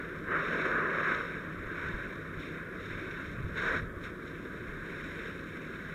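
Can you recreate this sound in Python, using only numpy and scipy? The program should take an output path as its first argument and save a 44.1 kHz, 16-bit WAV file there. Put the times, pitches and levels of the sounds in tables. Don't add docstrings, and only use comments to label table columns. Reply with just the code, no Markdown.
import sys
import numpy as np
from scipy import signal
from scipy.fft import rfft, irfft, next_fast_len
from scipy.io import wavfile
from scipy.ndimage import uniform_filter1d, map_coordinates

SR = 44100
rng = np.random.default_rng(int(sys.argv[2]) if len(sys.argv) > 2 else 0)


def unload_audio(sound):
    columns = np.transpose(np.atleast_2d(sound))
    steps = np.round(np.clip(columns, -1, 1) * 32767)
    wavfile.write(sys.argv[1], SR, steps.astype(np.int16))


N = 261954


def amp(db):
    return 10 ** (np.asarray(db) / 20)


def unit(x):
    return x / np.sqrt(np.mean(x ** 2) + 1e-20)


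def curves(rows):
    seconds, *columns = np.transpose(rows)
    return [np.interp(np.arange(N) / SR, seconds, column) for column in columns]


def wobble(rate):
    points = rng.standard_normal(int(N * rate / SR) + 4)
    return map_coordinates(points, [np.arange(N) * rate / SR])


def filtered(x, response):
    size = next_fast_len(N + SR // 2)
    return irfft(rfft(x, size) * response(np.fft.rfftfreq(size, 1 / SR)), size)[..., :N]


def bell(hz, centre, width):
    return 1 / (1 + (2 * (hz - centre) / width) ** 2)


def case_db(hz):
    # centre in Hz, width in Hz, boost or cut in dB.
    peaks_and_dips = [(792, 187, -11.5), (1590, 240, 4), (1984, 160, -3), (2260, 130, 2.5), (2850, 230, -7),
                      (3370, 83, -8.5), (3767, 540, 7), (4670, 930, -14), (5434, 630, 13), (6100, 200, -9),
                      (6590, 400, 9), (7400, 250, 1), (8670, 270, 8), (9850, 400, 9), (11300, 520, 8),
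                      (12800, 330, -1), (14300, 500, 3)]
    return sum(db * bell(hz, centre, width) for centre, width, db in peaks_and_dips)


def rush(spectrum, patchy_db, cased=True):
    grid = signal.stft(rng.standard_normal(N + 512), nperseg=512)[2]
    patches = uniform_filter1d(rng.standard_normal(grid.shape), size=5, axis=0)
    patches = uniform_filter1d(patches, size=8, axis=1)
    noise = signal.istft(grid * amp(patchy_db * unit(patches)), nperseg=512)[1][:N]
    points_hz, points_db = np.transpose(spectrum)
    colour_db = lambda hz: np.interp(np.log(hz + 1), np.log(points_hz), points_db, -120, -120)
    return unit(filtered(noise, lambda hz: amp(colour_db(hz) + cased * case_db(hz))))


def far_pump():
    # pitch in Hz, width in Hz, level in dB.
    tones = [(98.2, 12, -58), (159.4, 25.6, -51), (364, 47, -55.5)]
    drone = np.zeros(N)
    for pitch, width, db in tones:
        drone += amp(db) * unit(filtered(rng.standard_normal(N), lambda hz: bell(hz, pitch, width)))
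    return drone


def case_bumps():
    # start in seconds, peak in dB, pitch in Hz, rumble around the bump in dB.
    bumps = [(1.659, -38, 40, -50), (1.939, -31.5, 45, -44), (2.37, -38, 50, -54), (2.93, -41, 35, -50),
             (3.429, -30, 86, -43.5), (3.447, -24, 89.5, -39), (3.829, -30, 90, -42),
             (3.968, -36.5, 89.5, -50), (4.69, -36, 61, -46)]
    # frequency in Hz, relative strength in dB.
    rumble_spectrum = [(15, -29), (30, -3), (60, -4.5), (110, -5.5), (160, -8), (250, -19.5), (450, -38)]
    rumble_gain, swell_seconds = amp(-52), 0.13
    thuds = np.zeros(N + SR)
    t = np.arange(SR // 10) / SR
    for start, peak_db, hz, swell_db in bumps:
        push = np.sin(2 * np.pi * hz * t) * np.exp(-1.1 * hz * t)
        thuds[round(start * SR):][:len(t)] += amp(peak_db) * push / push.max()
        swell = amp(swell_db) * np.exp(-np.abs(np.arange(N) / SR - start) / swell_seconds)
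        rumble_gain = np.hypot(rumble_gain, swell)
    rumble = unit(amp(0.49 * wobble(6)) * rush(rumble_spectrum, patchy_db=0.8))
    return thuds[:N] + rumble_gain * rumble


def water_jet():
    # time in seconds, splash level in dB.
    splash_levels = [(0.04, -44), (0.24, -50), (0.28, -38.5), (0.34, -30.5), (0.47, -35.5), (0.78, -32),
                     (0.92, -34), (1.12, -33), (1.28, -41.5), (1.56, -48), (1.84, -38.5), (2.02, -42),
                     (2.17, -47.5), (2.75, -46.5), (3.2, -42.5), (3.28, -50), (3.54, -47), (3.58, -36.5),
                     (3.65, -33), (3.77, -33.5), (3.84, -49), (4.0, -53.5), (4.06, -43.5), (4.13, -50.5),
                     (4.5, -48.5), (5.0, -46), (5.29, -43), (5.36, -50.5), (5.94, -45.5)]
    # time in seconds, level in dB.
    spray_levels = [(0.04, -65), (0.26, -65.5), (0.45, -54.5), (0.66, -53.5), (0.87, -59.5), (1.1, -52.5),
                    (1.45, -65), (1.62, -65.5), (1.84, -59), (2.02, -61), (2.18, -65.5), (2.37, -66.5),
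                    (2.4, -56), (2.69, -69.5), (2.84, -58), (3.33, -61), (3.38, -68), (3.54, -64),
                    (3.58, -51), (3.65, -50), (3.78, -53), (3.9, -79), (4.0, -70), (4.05, -54), (4.13, -70),
                    (4.23, -66), (4.28, -61), (4.35, -65), (4.85, -64), (5.03, -58.5), (5.31, -59),
                    (5.37, -63.5), (5.94, -61)]
    # time in seconds, drumming in dB, hollow ring in dB.
    near_wall = [(0.25, -55, -55), (0.33, -38, -35), (0.47, -41.5, -44.5), (0.78, -36.5, -36),
                 (0.95, -41, -39), (1.13, -40.5, -37.5), (1.3, -54, -52), (3.55, -76, -60),
                 (3.62, -41.5, -47), (3.77, -40, -44), (3.83, -74, -59)]
    # time in seconds, extra sizzle in dB, extra patter in dB.
    colour_drift = [(0, 0, -1), (1, -1, 0.5), (2, 0.5, 0), (3, 0, 1), (3.7, 2, -2.5), (4.4, 1.5, 0),
                    (5.1, 3, 1.5), (5.94, 1, 1)]
    # frequency in Hz, relative strength in dB.
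    roar_spectrum = [(100, -45), (180, 3), (330, 3), (480, -3.5), (700, -20.5), (1100, -17), (1550, -8),
                     (2250, -18), (2700, -36), (3400, -25), (4500, -63)]
    splash_spectrum = [(650, -23), (850, -11.5), (1050, -7), (1250, -11), (1450, 1), (1700, -0.5),
                       (2000, -5.5), (2500, -19), (3000, -24), (3600, -72)]
    drum_spectrum = [(150, -7), (260, -8), (400, -1), (480, -1), (600, -5.5), (750, -10), (950, -28)]
    ring_spectrum = [(800, -39), (1000, 2), (1200, 8.5), (1300, 8.5), (1450, 1.5), (1700, -54)]
    patter_spectrum = [(1500, -46), (1950, 0.5), (2250, -1), (2700, -8), (3100, -16), (3700, -43)]
    spray_spectrum = [(2300, -25), (2900, -2.5), (3700, 3.5), (5000, -12.5), (6500, -18), (8000, -37),
                      (10000, -48), (15900, -50)]
    sizzle_spectrum = [(5500, -21), (7000, 4.5), (10000, -7.5), (14600, -9), (15300, -14), (15900, -20)]

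    (splash_db,), (spray_db,) = curves(splash_levels), curves(spray_levels)
    extra_sizzle, extra_patter = amp(curves(colour_drift))
    near_drum, near_ring = amp(curves(near_wall))
    usual_splash_db, usual_spray_db = -42, -61

    def follow(base_db, per_splash, per_spray):
        shift_db = per_splash * (splash_db - usual_splash_db) + per_spray * (spray_db - usual_spray_db)
        return amp(base_db + shift_db - 0.5 * wobble(9))

    def flutter(spectrum, flutter_db, patchy_db):
        return unit(amp(flutter_db) * rush(spectrum, patchy_db))

    lumps = 0.34 * wobble(35) + 0.82 * wobble(90)
    drops = 2.6 * np.clip(wobble(160) - 1.1, 0, 1.3)
    splash = amp(splash_db) * flutter(splash_spectrum, 0.77 * lumps + 0.64 * wobble(11), patchy_db=0.5)
    far_drum = follow(-49, per_splash=0.47, per_spray=-0.035)
    drum = np.hypot(near_drum, far_drum) * flutter(drum_spectrum, 1.2 * lumps, patchy_db=-0.4)
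    strike_ring = follow(-55.5, per_splash=0.73, per_spray=-0.28)
    ring = np.hypot(near_ring, strike_ring) * flutter(ring_spectrum, 0.34 * lumps, patchy_db=-2.0)
    patter_gain = extra_patter * follow(-52.5, per_splash=0.18, per_spray=0.82)
    patter = patter_gain * flutter(patter_spectrum, 2.4 * lumps + 0.91 * drops, patchy_db=1.5)
    spray = amp(spray_db) * flutter(spray_spectrum, 0.66 * lumps + 2.0 * drops, patchy_db=-0.3)
    sizzle_gain = extra_sizzle * follow(-77.5, per_splash=-0.079, per_spray=0.83)
    sizzle = sizzle_gain * flutter(sizzle_spectrum, 1.5 * lumps + 0.77 * drops, patchy_db=-0.2)
    roar = amp(-46.5) * rush(roar_spectrum, patchy_db=1.5)
    return splash + drum + ring + patter + spray + sizzle + roar


def scene():
    return (water_jet() + far_pump() + case_bumps())[None]


def record(dry):
    # frequency in Hz, relative strength in dB.
    hiss_spectrum = [(2000, -6), (5000, 0), (10000, -1), (14600, -1), (15200, -4), (15900, -10)]
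    hiss = amp(-73) * rush(hiss_spectrum, patchy_db=0.5, cased=False)
    return filtered(dry + hiss, lambda hz: hz < 15750)


dry = scene()
out = record(dry)
unload_audio(out)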